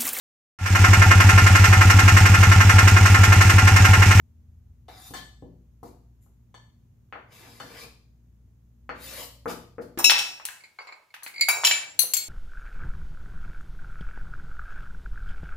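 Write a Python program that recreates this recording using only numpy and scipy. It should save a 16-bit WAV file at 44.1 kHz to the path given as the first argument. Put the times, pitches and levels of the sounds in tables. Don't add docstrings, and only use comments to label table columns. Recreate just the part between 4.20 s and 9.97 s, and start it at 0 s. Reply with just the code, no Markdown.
import sys
import numpy as np
from scipy import signal
from scipy.fft import rfft, irfft, next_fast_len
from scipy.io import wavfile
from scipy.ndimage import uniform_filter1d

SR = 44100
rng = np.random.default_rng(int(sys.argv[2]) if len(sys.argv) > 2 else 0)


def gain_from_db(level_db):
    decades = np.asarray(level_db, float) / 20
    return 10 ** decades


def store_pcm(level_fs):
    pcm = np.round(np.clip(level_fs, -1, 1) * 32767).astype(np.int16)
    wavfile.write(sys.argv[1], SR, np.atleast_2d(pcm).T)


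N = 254661

# f/Hz, level/dB per Hz
AIR_SPECTRUM = [(25, -12.5), (40, -23.5), (60, -3), (100, 3), (170, -7.5), (260, -15), (330, -19),
                (550, -28.5), (1100, -34.5), (4800, -44.5), (6600, -39), (8800, -48.5), (11000, -43.5),
                (14000, -41.5)]
AIR_DB = -60
# f/Hz, likeness from 0 to 1
LEFT_RIGHT_LIKENESS = [(60, 0.99), (180, 0.8), (550, 0.28), (1650, 0.046), (5000, 0.023), (15000, 0.024)]
# f/Hz, t60/s
KITCHEN_DECAY = [(120, 0.71), (300, 0.44), (700, 0.43), (1700, 0.4), (4500, 0.5), (12000, 0.36)]
MIC_LOW_HZ = 45

# multiple of the turning rate, level/dB
HUM_OVERTONES = [(1, -12), (2, -6.5), (3, -19.5), (4, -14.5)]
HUM_HZ, HUM_DB = 58.6, -59.5
BEAT_DEPTH, BEAT_S, BEAT_LOW_S = 0.63, 3.3, 2.89
ENGINE_HZ, ENGINE_HZ_PER_S, ENGINE_DB, ENGINE_GONE_S, RUMBLE_DB = 77.3, 11, -54.5, 0.71, 0.5

# f/Hz, level/dB, t60/s
PLATE_TONES = [(774, -25, 0.022), (1007, 4.5, 0.013), (1200, -11, 0.027), (1890, -24, 0.011),
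               (2160, -4, 0.0082), (3200, -9, 0.027), (3380, -9, 0.023), (6180, -10, 0.013)]
PLATE_S, PLATE_DB = 2.343, -46.5
# f/Hz, level/dB, t60/s
RIM_TONES = [(459, 3.5, 0.059), (1195, -16, 0.4), (1140, -13, .1)]
# t/s, level/dB, most excited f/Hz
RIM_BLOWS = [
    (4.692, -40, 1200),
    (5.257, -34, 600),
    (5.582, -38.5, 470),
]

# f/Hz, level/dB, t60/s
STEEL_TONES = [(747, -12, 0.2), (1064, -1, .08), (1740, 0, 0.19), (1742, -12, 0.14), (2025, -10, 0.11),
               (3027, -10, 0.19), (3170, -10, 0.068), (3564, -6, 0.099), (4426, -7.5, 0.2),
               (4463, -9, 0.078), (5550, -11.5, 0.087), (6050, -6.5, .13), (6910, -9, .14),
               (7730, -6.5, 0.19), (8290, -8.5, .14), (9308, -14, .1), (9868, -13, .12),
               (10990, -10.5, 0.13), (12110, -11, .08), (12760, -19, .12), (13710, -17, .12),
               (13970, -18, .12), (14900, -20, .1)]
# t/s, level/dB, most excited f/Hz, fall-off/dB one octave away,
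# share of the free ring time left by pulp and wood
RINGS = [(.683, -44, 3700, 80, 0.099), (0.937, -42.5, 2190, 0.5, 0.96), (1.222, -68.5, 2520, 23, 0.74),
         (2.345, -52.5, 3000, 4.5, 0.51), (2.924, -62, 3050, 49, 0.046), (2.927, -54, 4450, 60, 0.096),
         (3.4, -37.5, 3200, 6.5, 0.15), (4.693, -44.5, 2940, 39, 0.046), (4.694, -44.5, 4450, 68, 0.16),
         (5.3, -43, 5440, 5, 0.16), (5.621, -47.5, 4580, 38, 0.038)]

# f/Hz, width/Hz, level/dB over the plain friction
BLADE_RUBBED = [(2030, 72, 0), (4450, 200, -29), (4953, 87, -3.5), (7140, 920, -8.5), (7950, 90, -26),
                (9500, 200, -5), (11000, 190, -8.5), (11900, 570, -9.5), (15100, 610, -6.5)]
# f/Hz, width/Hz, level/dB over the plain friction
WOOD_RUBBED = [(328, 94, 1.5), (470, 28, -3.5), (1193, 19, 0), (1700, 150, -7)]
# f/Hz, level/dB per Hz
HISS_SPECTRUM = [(2650, -38), (4500, -16), (7000, -4), (8730, -5.5), (11200, 4.5), (14800, 1), (15800, -26)]
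# blade f/Hz, blade width/Hz, blade level/dB over the plain friction, board f/Hz, board level/dB
SINGING = [(3670, 220, 13, 746, 15), (3140, 300, -8, 439, 3), (3750, 110, 0.5, 510, 8.5),
           (3000, 140, 1, 754, 14.5), (4150, 500, 3, 600, 14), (6960, 1500, 9, 900, 4),
           (4850, 100, 7, 1200, 14), (4700, 640, 10, 1200, 5)]
# t/s, blade speed as hiss level/dB, hand pressure as rumble level/dB
DRAGS = [
    [(.685, -64.5, -48), (.733, -62, -56), (.82, -54, -57), (.889, -49.5, -60), (.92, -60, -65)],
    [(3.08, -91, -63.5), (3.13, -56.5, -55.5), (3.27, -63, -55), (3.43, -58.5, -61.5), (3.52, -61.5, -50),
     (3.618, -51, -48), (3.68, -66.5, -57)],
    [(4.75, -73.5, -52.5), (4.826, -46, -52), (4.988, -41.5, -42.5), (5.054, -46.5, -54), (5.08, -64, -76)],
]
DRAG_GRIND_DB = [2, 2.5, -0.8]
# t/s, time to full speed/s, full speed level/dB, pressure/dB re speed, extra grind/dB
FLICKS = [
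    (.938, 0.029, -52.5, 5, 7),
    (1.632, 0.027, -59, -1.5, -5),
    (2.008, 0.017, -67.5, -30, 3),
    (5.275, 0.023, -41, 2, -4),
    (5.607, 0.0092, -60, -4, -2.5),
]
FLICK_START_DB, FLICK_END_DB, FLICK_SLOWING_S = -17, -9.5, 0.048
PRESS_START_DB, PRESS_END_DB = 0.5, -5
GRIND_SHARE = 0.67

# t/s, crack level/dB, crack f/Hz, board thud level/dB re crack, thud centre f/Hz
BLOWS = [(.684, -41, 893, -31, 560), (0.908, -44, 746, 2.5, 236), (.938, -34, 1400, -16.5, 234),
         (1.224, -53, 710, 13, 225), (1.63, -38, 794, -0.5, 402), (2.062, -60.5, 950, -9, 236),
         (2.925, -28.5, 1870, -57, 402), (2.954, -32.5, 1350, -37, 560), (3.273, -46, 820, -3, 315),
         (3.402, -31, 1380, -14, 474), (3.442, -54, 650, 8, 228), (4.692, -23, 1620, -17, 360),
         (5.257, -22.5, 1160, -6.5, 407), (5.299, -30.5, 755, -7.5, 283), (5.582, -34, 1330, 0, 430),
         (5.623, -52, 1200, 2, 427)]
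# f/Hz, level/dB, t60/s
BOARD_TONES = [(129.2, -0.5, 0.15), (176.2, 1, 0.079), (240.8, -1, 0.081), (269.9, -1.5, 0.1),
               (332, 2.5, 0.047), (381.5, 2, 0.048), (463, 5.5, 0.034), (560, -0.5, 0.034),
               (689, 1.5, 0.044), (856, -3, 0.042)]
# t/s, level/dB
TICKS = [
    (0.683, -58),
    (.908, -41.5),
    (.938, -42),
    (1.631, -51.5),
    (3.401, -62),
    (5.257, -50.5),
    (5.3, -48),
    (5.624, -55),
]


def evened(x):
    return x / np.sqrt(np.mean(x ** 2) + 1e-20)


def read(points, hz):
    f, value = np.transpose(points)
    return np.interp(np.log(hz + 1), np.log(f + 1), value)


def curve(rows, t):
    s, *columns = np.transpose(rows)
    return [np.interp(t, s, c) for c in columns]


def colour(x, gain):
    size = x.shape[-1]
    return irfft(rfft(x) * gain(np.fft.rfftfreq(size, 1 / SR)), size)


def band(lo_hz, hi_hz, order=3):
    def gain(f):
        low_side = 1 + (lo_hz / (f + 1)) ** (2 * order)
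        high_side = 1 + (f / hi_hz) ** (2 * order)
        return 1 / np.sqrt(low_side * high_side)
    return gain


def peaks(table):
    return lambda f: np.sqrt(1 + sum(gain_from_db(db + 9) ** 2 / (1 + (2 * (f - hz) / width) ** 2)
                                     for hz, width, db in table))


def sing(hz, width, db):
    return lambda f: abs(1 + 1j * gain_from_db(db) / (1 + 2j * (f - hz) / width))


def ring(tones, lean_db, damping=1):
    t = np.arange(20000) / SR
    out = np.zeros(len(t))
    for hz, db, t60 in tones:
        out += gain_from_db(db + lean_db(hz) - 60 * t / (t60 * damping)) * np.sin(2 * np.pi * hz * t)
    return out


def wander(rate_hz):
    return evened(colour(rng.standard_normal(N), band(0.13, rate_hz, order=2)))


def add(mix, s, sound):
    part = mix[round(s * SR):][:len(sound)]
    part += sound[:len(part)]


def leaving(t):
    return np.exp(-(t / ENGINE_GONE_S) ** 2)


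def air():
    frames, hz = N // 512 + 6, np.fft.rfftfreq(2048, 1 / SR)
    a, b, c, d = rng.standard_normal((frames, len(hz), 4)).T
    same = np.clip(read(LEFT_RIGHT_LIKENESS, hz), -1, 1)[:, None]
    left = a + 1j * b
    right = same * left + np.sqrt(1 - same ** 2) * (c + 1j * d)
    z = np.array([left, right]) * gain_from_db(read(AIR_SPECTRUM, hz)[:, None])
    steady = signal.istft(z, nperseg=2048, noverlap=1536)[1]
    level = np.sqrt(np.mean(steady ** 2))
    swell_db = RUMBLE_DB * leaving(np.arange(frames) * 512 / SR)
    low = 1 / (1 + (hz / 500) ** 4)
    z *= gain_from_db(low[:, None] * swell_db)
    return gain_from_db(AIR_DB) * signal.istft(z, nperseg=2048, noverlap=1536)[1][:, :N] / level


def machines():
    t = np.arange(N) / SR
    turns = np.cumsum(HUM_HZ * (1 + 0.0027 * wander(3.3))) / SR
    overtones = np.zeros(N)
    for k, db in HUM_OVERTONES[1:]:
        overtones += gain_from_db(db + 0.68 * k * wander(12)) * np.sin(2 * np.pi * (k * turns + rng.random()))
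    beat = 1 - BEAT_DEPTH * np.cos(2 * np.pi * (t - BEAT_LOW_S) / BEAT_S)
    lowest = gain_from_db(HUM_DB + 1.1 * wander(4)) * beat * np.sin(2 * np.pi * turns)
    hum = gain_from_db(-57.5) * overtones + lowest
    engine_turns = (ENGINE_HZ + ENGINE_HZ_PER_S * t / 2) * t
    drone = gain_from_db(ENGINE_DB + 4.3 * wander(17)) * leaving(t) * np.sin(2 * np.pi * engine_turns)
    return np.sqrt(2) * (hum + drone) * gain_from_db(np.array([[.6], [-.6]]))


def kitchen(x, direct_db, wet_db):
    size = 30000
    t = np.arange(size) / SR
    taps = rng.standard_normal((2, size)) * np.clip((t - .001) / 0.0026, 0, 1)
    taps *= 1 + 0.92 * np.exp(-t / 0.0078)
    hz, frame_t, z = signal.stft(taps, SR, nperseg=256)
    same = 1 / (1 + (hz / 520) ** 2)[:, None]
    z[1] = same * z[0] + np.sqrt(1 - same ** 2) * z[1]
    fade = gain_from_db(-60 * frame_t / read(KITCHEN_DECAY, hz)[:, None])
    tail = signal.istft(z * fade, SR, nperseg=256)[1]
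    tail *= gain_from_db(wet_db) / np.linalg.norm(tail[0])
    tail[[0, 1], [0, 1]] += gain_from_db(direct_db)
    heard = colour(x, band(MIC_LOW_HZ, 30000))
    balance = gain_from_db(np.array([[1.3], [-1.3]]))
    return signal.fftconvolve(heard[None], tail, axes=1)[:, :N] * balance


def plate():
    out = np.zeros(N)
    soft_start = np.minimum(np.arange(20000) / SR / 0.0032, 1)
    add(out, PLATE_S, gain_from_db(PLATE_DB) * ring(PLATE_TONES, lambda f: 0))
    for s, db, centre_hz in RIM_BLOWS:
        sound = ring(RIM_TONES, lambda f: -6.1 * np.log2(f / centre_hz) ** 2)
        add(out, s, gain_from_db(db) * soft_start * sound)
    return out


def rings():
    out = np.zeros(N)
    for s, db, centre_hz, fall_db, share in RINGS:
        sound = ring(STEEL_TONES, lambda f: -fall_db * np.log2(f / centre_hz) ** 2, np.clip(share, .03, 1.2))
        add(out, s, gain_from_db(db) * sound)
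    return out


def flick(s, rise, db, press_db, grind_db):
    press = db + press_db
    rows = [(s, db + FLICK_START_DB, press + PRESS_START_DB),
            (s + rise, db, press),
            (s + rise + FLICK_SLOWING_S, db + FLICK_END_DB, press + PRESS_END_DB)]
    return rows, grind_db


def edge_slips():
    size = next_fast_len(round(.7 * SR))
    strength = gain_from_db(4.5 * np.minimum(rng.exponential(1, size), 4))
    happens = rng.random(size) < 9000 / SR
    slips = strength * happens * rng.choice([-1., 1.], size)
    slips = evened(slips) + 0.8 * rng.standard_normal(size)
    judder = evened(colour(rng.standard_normal(size), band(2, 110)))
    slips *= gain_from_db(1.6 * judder)
    _, _, z = signal.stft(slips, SR, nperseg=512)
    patches = uniform_filter1d(rng.standard_normal(z.shape), size=4, axis=0)
    patches = uniform_filter1d(patches, size=7, axis=1)
    return signal.istft(z * gain_from_db(3.7 * evened(patches)), SR, nperseg=512)[1][:size]


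def stroke(rows, flat_db, singing):
    t = np.arange(rows[0][0], rows[-1][0] + 0.037, 1 / SR)
    hiss_db, rumble_db = curve(rows, t)
    grind_db = flat_db + GRIND_SHARE * hiss_db + (1 - GRIND_SHARE) * rumble_db
    blade_hz, blade_width, blade_db, board_hz, board_db = singing
    slips = edge_slips()
    blade = colour(colour(slips, peaks(BLADE_RUBBED)), sing(blade_hz, blade_width, blade_db))
    board = colour(colour(slips, peaks(WOOD_RUBBED)), sing(board_hz, 70, board_db))
    hiss = evened(colour(blade, lambda f: gain_from_db(read(HISS_SPECTRUM, f))))[:len(t)]
    grind = evened(colour(blade, band(2540, 4600)))[:len(t)]
    rumble = evened(colour(board, band(140, 1870)))[:len(t)]
    touching = np.clip(np.minimum((t - t[0]) / 0.0015, (t[-1] - t) / 0.08), 0, 1)
    return touching * (gain_from_db(hiss_db) * hiss + gain_from_db(grind_db) * grind + gain_from_db(rumble_db) * rumble)


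def scrape():
    out = np.zeros(N)
    strokes = list(zip(DRAGS, DRAG_GRIND_DB)) + [flick(*row) for row in FLICKS]
    for (rows, grind_db), singing in zip(strokes, SINGING):
        add(out, rows[0][0], stroke(rows, grind_db, singing))
    return out


def blows():
    out, t = np.zeros(N), np.arange(20000) / SR
    soft_start = np.sin(np.pi / 2 * np.minimum(t / 0.0015, 1)) ** 2
    for s, db, crack_hz, thud_db, thud_hz in BLOWS:
        u = 3.09 * ((t - .0006) * crack_hz - .7)
        crack = u * np.exp(-u ** 2)
        thud = ring(BOARD_TONES, lambda f: -5.5 * np.log2(f / thud_hz) ** 2) * soft_start
        add(out, s, gain_from_db(db) * (gain_from_db(9.0) * crack + gain_from_db(thud_db - 1.5) * thud))
    for s, db in TICKS:
        noise = colour(rng.standard_normal(len(t)), band(4000, 19500))
        add(out, s, gain_from_db(db) * np.exp(-t / 0.0018) * noise)
    return out


def scene():
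    background = air() + machines()
    ringing = kitchen(rings(), -1.4, 7.04)
    scraping = kitchen(scrape(), -5.5, -2.8)
    striking = kitchen(blows() + plate(), -0.097, 6.55)
    return background + ringing + scraping + striking


def top_cut(x):
    return signal.sosfilt(signal.butter(12, 16170, fs=SR, output="sos"), x)


def record(dry):
    low_pass = signal.firwin(511, 15650, window=("kaiser", 9), fs=SR)
    limited = signal.oaconvolve(dry, low_pass[None], "same")
    return top_cut(limited)


dry = scene()
out = record(dry)
store_pcm(out)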